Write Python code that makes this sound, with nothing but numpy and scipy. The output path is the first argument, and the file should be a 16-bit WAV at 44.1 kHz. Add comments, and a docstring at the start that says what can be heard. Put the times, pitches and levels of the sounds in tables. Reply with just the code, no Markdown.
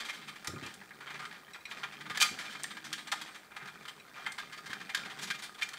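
"""Vibrating toy bug in a plastic arena

A motor whirrs and legs tap once per turn: noise bursts and short modes paced by a wavering motor clock. Knocks
and wall grazes are trains of filtered noise, each with its own brightness and spot resonance. The plastic rings
and a loose joint chirps as damped modes; the wooden table drones and thuds. A small room adds a diffuse noise
tail and a faint hiss."""
import sys
import numpy as np
from scipy import signal
from scipy.fft import rfft, irfft, next_fast_len
from scipy.io import wavfile
from scipy.ndimage import uniform_filter1d, map_coordinates

SR = 44100
rng = np.random.default_rng(int(sys.argv[2]) if len(sys.argv) > 2 else 0)


def digitize_waveform(pressure):
    """Quantize a signal to 16-bit integers and store it at the path in sys.argv[1].

    Rows of a 2-D input are taken as channels; values are limited to [-1, 1].
    """
    field = np.atleast_2d(pressure).T
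    bounded = np.clip(field, -1, 1)
    quanta = np.round(bounded * 32767).astype(np.int16)
    wavfile.write(sys.argv[1], SR, quanta)


N = 254898

MOTOR_HZ = 154.5
TOP_HZ = 15650


def footfalls(waver, scatter_s, spread_db):
    """One landing per turn of the wavering motor, each a little early or late and of its own strength."""
    turns = np.cumsum(MOTOR_HZ * np.exp(waver * wobble(14))) / SR
    at = np.flatnonzero(np.diff(np.floor(turns)))
    late, size = rng.uniform(-0.99, 1, (len(at), 2)).T
    at = np.clip(at + scatter_s * SR * late, 0, N - 1).astype(int)
    return np.bincount(at, amp(spread_db * size), N)


# Leg drive on the plastic, least where the bug coasts. Each row: time in s, relative patter level in dB.
LEG_DRIVE = [(0.0, -48), (0.25, -57.5), (0.58, -52.5), (0.72, -55.5), (0.98, -57), (1.09, -52.5),
             (1.22, -50), (1.36, -57.5), (1.48, -60), (1.63, -58), (1.78, -48), (2.08, -55), (2.28, -48),
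             (2.55, -50), (2.74, -55), (2.95, -51.5), (3.07, -62), (3.2, -49.5), (3.48, -62), (3.6, -52),
             (3.85, -55), (4.05, -59), (4.3, -50), (4.55, -56), (4.9, -51.5), (5.0, -47), (5.14, -51.5),
             (5.33, -55.5), (5.52, -55), (5.78, -53)]
# Filters of leg patter and leg scratch. Each row: frequency in Hz, relative level in dB.
PATTER_TONE = [(40, -100), (250, -2), (550, -7.5), (780, -0.5), (950, -8), (1300, -2), (1800, 1),
               (2300, -9), (2900, -15), (4500, -12.5), (15000, -48)]
SCRATCH_TONE = [(1500, -26), (2500, -25), (3400, 4.5), (4500, 2), (5300, -1), (8500, -10), (11000, -31),
                (15500, -24)]
TRAY_SCRATCH_DB, LOOP_SCRATCH_DB = 0, -5.5  # relative to the patter setting


def legs(steps, tap_t60, flutter_db):
    """Each landing is a tiny noise burst on a new spot of the plastic floor."""
    patter_db, = curves(LEG_DRIVE)
    scratch_db = patter_db + by_place(TRAY_SCRATCH_DB, LOOP_SCRATCH_DB)
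    t = np.arange(SR // 20) / SR
    # separate spots: energies add
    energy = np.abs(signal.fftconvolve(steps ** 2, fade(t, tap_t60) ** 2)[:N])
    force = np.sqrt(energy) * amp(flutter_db * wobble(45))
    patter_noise, scratch_noise = force * rng.standard_normal((2, N))
    patter = amp(patter_db - 6.5) * toned(patter_noise, PATTER_TONE)
    scratch = amp(scratch_db - 7.5) * toned(scratch_noise, SCRATCH_TONE)
    return patter + scratch


def leg_ticks(steps, level_db, tray_hz, loop_hz, spread_octaves, t60_cycles):
    """Every landing also clicks, with three short modes of its own."""
    at, t = np.flatnonzero(steps), np.arange(SR // 50) / SR
    draws = rng.standard_normal((len(at), 2, 3))
    pitch, size = draws.transpose(1, 0, 2)[..., None]
    centre_hz = by_place(tray_hz, loop_hz)[at, None, None]
    hz = np.minimum(centre_hz * 2 ** (spread_octaves * pitch), TOP_HZ)
    decay = np.exp(-np.log(1000) * hz * t / t60_cycles)
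    modes = size * decay * np.sin(2 * np.pi * hz * t)
    clicks = np.sqrt(steps[at, None]) * np.sum(modes, axis=1)
    where = at[:, None] + np.arange(len(t))
    train = np.bincount(where.ravel(), clicks.ravel(), N)[:N]
    return amp(curves(LEG_DRIVE)[0] + level_db) * unit(train)


WHIRR_HZ, WHIRR_WIDTH_HZ = 8380, 330
TRAY_WHIRR_DB, LOOP_WHIRR_DB = -70.5, -79  # before the swell


def whirr(steps, turn_t60, waver_db, follows):
    """The motor rubs once a turn and sings in one narrow, high band, louder the harder the bug shakes."""
    shake_db, = curves(TABLE_SHAKE)
    decay = fade(np.arange(SR // 10) / SR, turn_t60)
    rub = np.sqrt(np.abs(signal.fftconvolve(steps, decay)[:N]))
    noise = rub * rng.standard_normal(N)
    band = filtered(noise, lambda f: resonance(f, WHIRR_HZ, WHIRR_WIDTH_HZ))
    swell_db = follows * (shake_db - shake_db.mean()) + waver_db * wobble(12)
    return amp(by_place(TRAY_WHIRR_DB, LOOP_WHIRR_DB) + swell_db) * unit(band)


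# Short hits on a wall or peg. Each row: start in s, relative level in dB, click in relative dB,
# knock in relative dB, resonance of the spot in Hz.
KNOCKS = [(0.446, -44, 10, 1, 8920), (0.4724, -29.5, -0.5, 2, 1900), (0.663, -41, -6, -3, 2670),
          (0.7398, -45, -3, -6, 9000), (0.814, -44, -38, 2, 1760), (1.3115, -42.5, -22, -6, 1900),
          (1.3265, -43.5, -13, -6, 1920), (1.4805, -49.5, -35, 0, 1850), (1.5585, -44, -20, -5, 1380),
          (2.1733, -27.5, -9.5, -6, 1700), (2.2013, -27, -8, -8, 2440), (2.2071, -23.5, 4, 3, 3160),
          (2.2136, -19.5, -6.5, -4, 2400), (2.221, -20.5, 3, -15, 2480), (2.2256, -17, 2, -5, 2500),
          (2.2445, -37, -20, 5, 3430), (2.251, -33, -14, -9, 2030), (2.261, -30.5, -14, -4, 1386),
          (2.288, -38, -22, -8, 2200), (2.3882, -35, -11, -19, 2240), (2.6347, -31, 21, -16, 8450),
          (2.64, -31.5, -11, -3, 1830), (2.9289, -29.5, -2, -11, 3340), (2.936, -35, -15, -10, 2870),
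          (3.1172, -30.5, -7, 2, 2420), (3.1211, -25, -8, 5.5, 2000), (3.126, -29, -15, 6, 965),
          (3.138, -39, -15, 3, 1540), (4.263, -29.5, -21, -7, 2050), (4.2695, -33, -21.5, -9, 1540),
          (4.32, -40, -5, -9, 8700), (4.7306, -30.5, -14.5, -14, 1540), (4.947, -23.5, -8, -11.5, 1680),
          (4.9533, -35, -11, -18, 1680), (4.973, -36, -11, -21, 3320), (5.3022, -29.5, -15, -20, 2360),
          (5.3085, -29.5, -13.5, -6, 1550), (5.3165, -39, -9, -14, 3300), (5.6215, -26, -19.5, -30, 2380),
          (5.63, -34.5, -8, -28, 6900), (5.6888, -39, -2.5, -7, 1730), (5.7339, -41, -8, -19, 9200)]
# Grazes along a wall. Each row: start in s, relative level in dB, click in relative dB,
# chatter time in s, time to the hardest press in s, resonance of the spot in Hz.
GRAZES = [(0.001, -37.5, -12, 0.018, 0, 3470), (0.048, -40.5, -10, 0.027, 0.00037, 3250),
          (0.084, -33, -14, 0.013, 0.011, 2133), (0.131, -43.5, -11.5, 0.049, 0, 1450),
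          (0.212, -46.5, -20, 0.036, 0.0022, 3900), (0.274, -40.5, -12.5, 0.013, 0.015, 2430),
          (0.353, -44, -14.5, 0.012, 0.0079, 2460), (0.447, -38.5, -24, 0.013, 0, 880),
          (0.625, -41.5, -16.5, 0.085, 0, 2650), (0.905, -44.5, -38, 0.013, 0.0026, 1750),
          (1.017, -48, -19, 0.011, 0.006, 1500), (1.068, -41, -30, 0.021, 0.0022, 3100),
          (1.099, -39.5, -19, 0.017, 0.0034, 1390), (1.142, -40.5, -22, 0.017, 0.0015, 1810),
          (1.192, -40, -18.5, 0.023, 0, 1240), (1.222, -41.5, -21, 0.013, 0.0043, 1390),
          (1.34, -46, -20, 0.036, 0, 1400), (1.544, -41.5, -21, 0.012, 0, 2020),
          (1.694, -49, -7, 0.011, 0.012, 1900), (1.7122, -36.5, -23, 0.0075, 0, 1850),
          (1.772, -49.5, -10, 0.031, 0.011, 2080), (1.833, -33, -21.5, 0.016, 0, 1250),
          (1.922, -45.5, -14, 0.02, 0, 2030), (2.003, -40.5, -15, 0.0098, 0.0088, 1960),
          (2.055, -41, -23, 0.017, 0.0023, 1250), (2.098, -35, -17, 0.021, 0, 2000),
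          (2.148, -35.5, -17, 0.022, 0, 1610), (2.388, -39, -11.5, 0.045, 0.0056, 1770),
          (2.45, -41.5, -15, 0.025, 0, 2400), (2.494, -43, -11, 0.032, 0.027, 3040),
          (2.597, -44, -10, 0.0094, 0, 1650), (2.702, -42.5, -16, 0.012, 0.01, 3730),
          (2.7685, -39.5, -16, 0.0087, 0, 1800), (2.842, -41.5, -9, 0.032, 0, 5930),
          (2.978, -40, -16, 0.034, 0, 3850), (3.0712, -41, -13, 0.018, 0, 1660),
          (3.2135, -38, -8, 0.01, 0, 900), (3.265, -46, -17, 0.015, 0.011, 3030),
          (3.343, -44, -13, 0.017, 0.0087, 2300), (3.515, -48.5, -29, 0.0087, 0.0018, 1230),
          (3.561, -37.5, -18.5, 0.013, 0.0036, 1250), (3.602, -45, -32, 0.056, 0.0065, 1540),
          (3.674, -42.5, -15.5, 0.018, 0, 1620), (3.8785, -38, -12, 0.014, 0.0033, 2860),
          (4.15, -44.5, -20.5, 0.099, 0.0082, 1230), (4.255, -41.5, -24, 0.041, 0.0029, 2180),
          (4.38, -34.5, -17, 0.027, 0.0003, 1000), (4.522, -41.5, -13.5, 0.021, 0.0038, 1980),
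          (4.576, -44, -13.5, 0.015, 0, 1230), (4.659, -40.5, -10, 0.02, 0, 1650),
          (4.695, -40, -15, 0.045, 0, 1810), (4.798, -42, -19, 0.016, 0.0097, 1370),
          (4.892, -37, -17, 0.012, 0.0019, 2100), (5.045, -40.5, -17, 0.029, 0.00046, 1090),
          (5.097, -41, -17.5, 0.028, 0.00076, 3016), (5.187, -39.5, -10.5, 0.016, 0.0002, 3340),
          (5.212, -35.5, -7, 0.019, 0.021, 6800), (5.27, -41, -10, 0.02, 0.0033, 2430),
          (5.345, -41, -11, 0.014, 0, 2840), (5.386, -43, -10, 0.012, 0.0052, 6680),
          (5.419, -39, -8, 0.035, 0.0077, 9190), (5.544, -48.5, -12, 0.008, 0.00053, 3320),
          (5.577, -45, -16, 0.018, 0.011, 2450), (5.611, -36, -13, 0.018, 0.0014, 2340),
          (5.771, -43, -13, 0.012, 0, 3660)]
KNOCK_CHATTER_S = 0.004  # a short hit dies away within a turn or two
GRAZE_KNOCK_DB = -3  # body of a graze or brush
KNOCK_SPOT_DB, GRAZE_SPOT_DB = 11, 6.5
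# light touches of the wall in between; level over the patter setting
BRUSHES_PER_S, BRUSH_DB, BRUSH_SPREAD_DB, BRUSH_SPOT_HZ = 6.5, 2, -11, 1340
TRAY_CLICK_DB, LOOP_CLICK_DB = -31, -13  # brush click on each kind of wall


def contacts(brush_chatter_s):
    """Knocks, grazes and chance brushes as common rows.

    Each row: start s, level dB, click dB, knock dB, spot Hz, spot lift dB, chatter s, swell s."""
    patter_db, click_db = curves(LEG_DRIVE)[0], by_place(TRAY_CLICK_DB, LOOP_CLICK_DB)
    late, size = rng.uniform(-1, 1, (80, 2)).T
    start_s = (np.arange(len(late)) + .5 + late / 2) / BRUSHES_PER_S
    brushes = []
    for n, k in zip((start_s * SR).astype(int), size):
        if n < N:
            db = patter_db[n] + BRUSH_DB + BRUSH_SPREAD_DB * k
            brushes.append((n / SR, db, click_db[n], brush_chatter_s, 0, BRUSH_SPOT_HZ))
    rows = [(*knock, KNOCK_SPOT_DB, KNOCK_CHATTER_S, 0) for knock in KNOCKS]
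    for s, db, click, chatter_s, swell_s, hz in list(GRAZES) + brushes:
        rows.append((s, db, click, GRAZE_KNOCK_DB, hz, GRAZE_SPOT_DB, chatter_s, swell_s))
    return rows


# Base filter of every wall contact. Each row: frequency in Hz, relative level in dB.
BUMP_TONE = [(30, -64), (150, -42), (450, -18), (650, -20), (900, -14), (1250, -5), (1700, 4.5),
             (2200, 1.5), (2700, -3), (3400, 0.5), (5200, -5.5), (8000, -11), (11000, -17), (15500, -26)]
SPOT_Q = 14.8


def bumps(wall_t60, jitter_turns, spread_db, scrape_db, crack_db, first_touch_db, brightening):
    """The shaking body strikes the wall again on each turn, more weakly as it veers away."""
    out, t = np.zeros(N), np.arange(SR // 7) / SR
    turn = np.arange(14)
    for s, db, click_db, knock_db, spot_hz, spot_db, chatter_s, swell_s in contacts(brush_chatter_s=0.0066):
        def pressing(since):
            width_s = np.where(since < swell_s, swell_s, max(chatter_s, .002))
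            return np.exp(-((since - swell_s) / width_s) ** 2)

        # a click above 0 dB adds a crack; below, the first touch is weaker
        sharpness = np.clip(click_db / 20, 0, 1)
        late, size = rng.uniform(-1.1, 1, (2, len(turn)))
        when = np.abs(turn + jitter_turns * late * (turn > 0)) / MOTOR_HZ
        size_db = np.where(turn > 0, spread_db * size, first_touch_db * (1 - sharpness))
        strength = amp(size_db) * pressing(when)
        blows = np.bincount((when * SR).astype(int), strength, len(t))[:len(t)]
        blows += amp(scrape_db) * pressing(t)
        # new spot, new dense damped modes per blow: energies add
        decay = fade(t, wall_t60) + sharpness * amp(crack_db) * fade(t, .005)
        energy = np.abs(signal.fftconvolve(blows ** 2, decay ** 2)[:len(t)])
        wall = np.sqrt(energy) * rng.standard_normal(len(t))
        # hard corners click, broad faces knock
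        contact = [(350, 0), (900, knock_db + 16.0), (1500, 0), (2300, 0.013),
                   (3200, brightening * (click_db + 12.5)), (6000, click_db + 11.0)]

        def level_of(hz):
            spot = spot_db * np.abs(resonance(hz, spot_hz, spot_hz / SPOT_Q))
            return along(BUMP_TONE, hz) + along(contact, hz) + spot

        hit = coloured(wall, level_of)
        add(out, s, amp(db - 3.0) * hit / loudest(hit))
    return out


# Blows to the whole tray. Each row: time in s, relative level in dB, most excited pitch in Hz.
RINGS = [(0.56, -41.5, 1140), (2.2077, -26, 2700), (2.2237, -19.5, 2130)]
# Resonances of the plastic arena. Each row: frequency in Hz, width in Hz, lift in dB.
ARENA = [(780, 45, 4), (1233, 16, 10), (1396, 20, 6.5), (1610, 40, 4), (2117, 16, 5), (2392, 24, 9),
         (3100, 30, 5), (3182, 35, 6), (3578, 35, 5), (4432, 30, 4.5), (4651, 28, 6.5), (6188, 22, 7),
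         (7209, 20, 6), (7422, 26, 7), (7849, 35, 6), (8520, 220, 2.5)]
RING_FALL_DB = 10.5  # loss one octave from the most excited pitch


def rings():
    """A blow to the whole tray rings its modes: a soft one the low ones, a hard one the higher."""
    out, t = np.zeros(N), np.arange(SR // 3) / SR
    for s, db, centre_hz in RINGS:
        modes = []
        for hz, width_hz, lift_db in ARENA:
            mode_db = lift_db - 11 - RING_FALL_DB * np.log2(hz / centre_hz) ** 2
            modes.append((hz, mode_db, np.log(1000) / (np.pi * width_hz)))
        add(out, s, amp(db) * ringing(modes, t) * (1 - fade(t, 0.011)))
    return out


# Chirps of a loose track joint as the bug crosses it.
# Each row: time in s, relative level in dB, brightness in dB per octave.
TICKS = [(1.5335, -43.5, 6), (1.606, -51.5, 1), (1.653, -35.5, -2.5), (3.998, -47, 0)]
# Modes of the joint. Each row: frequency in Hz, relative level in dB, t60 in s.
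JOINT = [(2130, -2, 0.039), (2475, -1, 0.054), (3920, -2.5, 0.047), (5630, -9, .035), (7830, -16, .05),
         (11000, -26, 0.044)]
JOINT_BLUR_HZ = 75


def ticks(rise_s):
    """The loose joint rubs for an instant and answers with a short, rough chirp of damped modes."""
    out, t = np.zeros(N), np.arange(SR // 8) / SR
    for s, db, tilt_db in TICKS:
        modes = [(hz, mode_db + tilt_db * np.log2(hz), t60) for hz, mode_db, t60 in JOINT]
        chirp = ringing(modes, t, JOINT_BLUR_HZ) * (1 - fade(t, rise_s))
        add(out, s, amp(db - 4) * chirp / loudest(chirp))
    return out


# Position of the bug. Each row: time in s, place from 0 (tray) to 1 (loop of track).
PLACE = [(0.65, 0.48), (0.85, 0.61), (1.8, 1), (2.0, 0.61), (3.3, 0.13), (3.5, 0.96), (4.3, 1), (4.5, 0.69)]


def by_place(in_tray, in_loop):
    """A value per sample that moves from its tray to its loop setting with the bug."""
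    return in_tray + (in_loop - in_tray) * np.clip(curves(PLACE)[0], 0, 1)


# How hard the bug shakes the table. Each row: time in s, relative level in dB.
TABLE_SHAKE = [(0.0, -67), (0.18, -59.5), (0.4, -66.5), (0.78, -59), (0.92, -65), (1.18, -57.5),
               (1.55, -70.5), (2.13, -54.5), (2.6, -62.5), (2.88, -56.5), (3.5, -68), (3.62, -58.5),
               (4.1, -70), (4.45, -60), (5.28, -58.5), (5.38, -60.5), (5.78, -65.5)]
# Drone filter of each part on the table. Each row: frequency in Hz, relative level in dB.
TRAY_DRONE = [(70, -39), (115, -22), (143, -2.5), (170, -10.5), (205, 4), (260, -5), (320, 6), (450, -38),
              (700, -44), (1500, -53)]
LOOP_DRONE = [(70, -62), (115, -2.5), (143, 1), (170, -0.5), (200, 3.5), (270, -12.5), (340, -9),
              (410, 4.5), (520, -23.5), (1500, -83)]
# Resonances of the table top. Each row: frequency in Hz, width in Hz, lift in dB.
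TABLE_TOP = [(145.5, 6.3, 5), (199, 26, 4.5), (226, 11, 3)]


def table(steps, drone_db, rocking_db):
    """The landings shake the table top through whichever part the bug is on, unevenly as it rocks."""
    rocking = amp(rocking_db * np.tanh(wobble(14)))
    shaken = with_resonances(steps * rocking, TABLE_TOP)
    drone = by_place(toned(shaken, TRAY_DRONE), toned(shaken, LOOP_DRONE))
    return amp(curves(TABLE_SHAKE)[0] + drone_db) * unit(drone - drone.mean())


# Dull thuds through the table. Each row: time in s, relative level in dB, boom pitch in Hz.
THUDS = [(0.479, -39, 87), (0.531, -39.5, 166), (0.56, -43, 146.6), (0.62, -42, 215), (0.653, -45.5, 207),
         (2.094, -46.5, 184), (2.31, -45.5, 173), (4.69, -49.5, 139.3)]
# Filter of the puff. Each row: frequency in Hz, relative level in dB.
THUD_TONE = [(25, -37), (55, -22), (110, -5.5), (160, -9), (230, -6), (280, -8.5), (370, -10), (600, -21),
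             (1300, -72)]


def thuds(t60, level_db, boom_db, boom_t60):
    """Soft jolts through the table: a dull noise puff and a low damped boom that outlasts it."""
    out, t = np.zeros(N), np.arange(SR // 3) / SR
    swell = 1 - fade(t, .035)
    for s, db, hz in THUDS:
        puff = amp(level_db) * toned(rng.standard_normal(len(t)), THUD_TONE) * fade(t, t60)
        boom = ringing([(hz, boom_db, boom_t60)], t)
        add(out, s, amp(db) * swell * (puff + boom))
    return out


# Decay of the room. Each row: frequency in Hz, t60 in s.
ROOM = [(200, 0.84), (1000, 0.21), (5000, 0.37), (14000, 0.29)]


def room(x, wet_db, delay_s):
    """A diffuse tail of decaying noise, drawn anew every third of a second."""
    out, block = np.zeros(N), SR // 3
    for start in range(0, N, block):
        hz, t, z = signal.stft(rng.standard_normal(SR // 2), SR, nperseg=256)
        decay = np.exp(-np.log(1000) * t / along(ROOM, hz)[:, None])
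        tail = signal.istft(z * decay, SR)[1]
        tail /= np.linalg.norm(tail)
        add(out, start / SR + delay_s, signal.fftconvolve(x[start:start + block], tail))
    return x + amp(wet_db) * out


# Filter of the background hiss. Each row: frequency in Hz, relative level in dB.
ROOM_TONE = [(20, -26), (35, -23), (60, -2.5), (150, -4.5), (300, 2.5), (600, 0), (1500, -2.5), (3000, -16),
             (7000, -12), (13500, -15), (15200, -11)]


def room_hiss(level_db):
    """Steady filtered noise of the quiet room."""
    return amp(level_db) * toned(rng.standard_normal(N), ROOM_TONE)


def ringing(modes, t, blur_hz=0):
    """A sum of damped (Hz, dB, t60 s) modes, each roughened by phase drift into a band blur_hz wide."""
    out = np.zeros(len(t))
    for hz, db, t60 in modes:
        cycles = hz * t + rng.random()
        steps = rng.standard_normal(len(t))
        drift = np.cumsum(steps) * np.sqrt(2 * np.pi * abs(blur_hz) / SR)
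        out += amp(db) * fade(t, t60) * np.sin(2 * np.pi * cycles + drift)
    return out


def resonance(f, hz, width):
    """The complex response of one resonance at the frequencies f."""
    return 1j * f * width / (hz * hz - f * f + 1j * f * width)


def with_resonances(x, modes):
    """x with narrow (Hz, width Hz, lift dB) resonances added."""
    def response(f):
        return 1 + sum((amp(db) - 1) * resonance(f, hz, width) for hz, width, db in modes)
    return filtered(x, response)


def filtered(x, response):
    """x times a complex response of frequency."""
    m = next_fast_len(len(x) + SR // 2)
    return irfft(rfft(x, m) * response(np.fft.rfftfreq(m, 1 / SR)), m)[:len(x)]


def coloured(x, level_of):
    """x through the minimum-phase filter whose level in dB is level_of(Hz)."""
    m = 2 * next_fast_len(len(x) // 2 + 1024)
    cepstrum = irfft(np.log(amp(level_of(np.fft.rfftfreq(m, 1 / SR)))), m)
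    # fold to causal
    cepstrum[1:m // 2] *= 2
    cepstrum[m // 2 + 1:] = 0
    return irfft(rfft(x, m) * np.exp(rfft(cepstrum)), m)[:len(x)]


def toned(x, spectrum):
    """x filtered by (Hz, dB) points, at rms 1."""
    return unit(coloured(x, lambda hz: along(spectrum, hz)))


def amp(db):
    """Decibels to gain."""
    return 10 ** (np.asarray(db) / 20)


def unit(x):
    """x at rms 1."""
    return x / np.sqrt(np.mean(x ** 2) + 1e-20)


def loudest(x):
    """The rms of the strongest 5 ms."""
    return np.sqrt(uniform_filter1d(x ** 2, size=220).max())


def along(points, hz):
    """(Hz, value) points read on a log-frequency axis."""
    f, v = np.transpose(points)
    return np.interp(np.log(hz + 1), np.log(f + 1), v)


def curves(rows):
    """One value per sample for each column after the time."""
    s, *cols = np.transpose(rows)
    return [np.interp(np.arange(N) / SR, s, c) for c in cols]


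def wobble(rate):
    """A smooth random curve, rate knots a second."""
    knots = rng.standard_normal(int(N * rate / SR) + 4)
    return map_coordinates(knots, [np.arange(N) * rate / SR])


def fade(t, t60):
    """A decay of 60 dB in t60 seconds."""
    return np.exp(-np.log(1000) * t / max(t60, 1e-4))


def add(track, s, sound):
    """Mix a sound into the track at s seconds."""
    part = track[max(round(s * SR), 0):][:len(sound)]
    part += sound[:len(part)]


def scene():
    """Bug, arena and table in a quiet room."""
    steps = footfalls(waver=.11, scatter_s=.0018, spread_db=5.5)
    patter = legs(steps, tap_t60=.032, flutter_db=.6)
    patter += leg_ticks(steps, level_db=-5, tray_hz=2400, loop_hz=1800, spread_octaves=.5, t60_cycles=30)
    motor = whirr(steps, turn_t60=0.015, waver_db=3.5, follows=0.34)
    knocks = bumps(wall_t60=0.038, jitter_turns=.4, spread_db=3.0, scrape_db=-22.0, crack_db=11.0,
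                   first_touch_db=-2.5, brightening=0.39)
    plastic = with_resonances(patter + knocks, ARENA) + rings()
    toy = room(plastic + motor + ticks(rise_s=0.014), wet_db=-8.5, delay_s=0.0055)
    hiss = room_hiss(level_db=-62.5)
    drone = table(steps, drone_db=-0.45, rocking_db=4.0)
    jolts = thuds(t60=0.16, level_db=-0.5, boom_db=-3.5, boom_t60=0.22)
    return (toy + drone + jolts + hiss)[None]


def record(dry):
    """A brick-wall low-pass: nothing passes from TOP_HZ up."""
    m = next_fast_len(N + SR // 2)
    passed = np.fft.rfftfreq(m, 1 / SR) < TOP_HZ
    return irfft(rfft(dry, m) * passed, m)[:, :N]


dry = scene()
out = record(dry)
digitize_waveform(out)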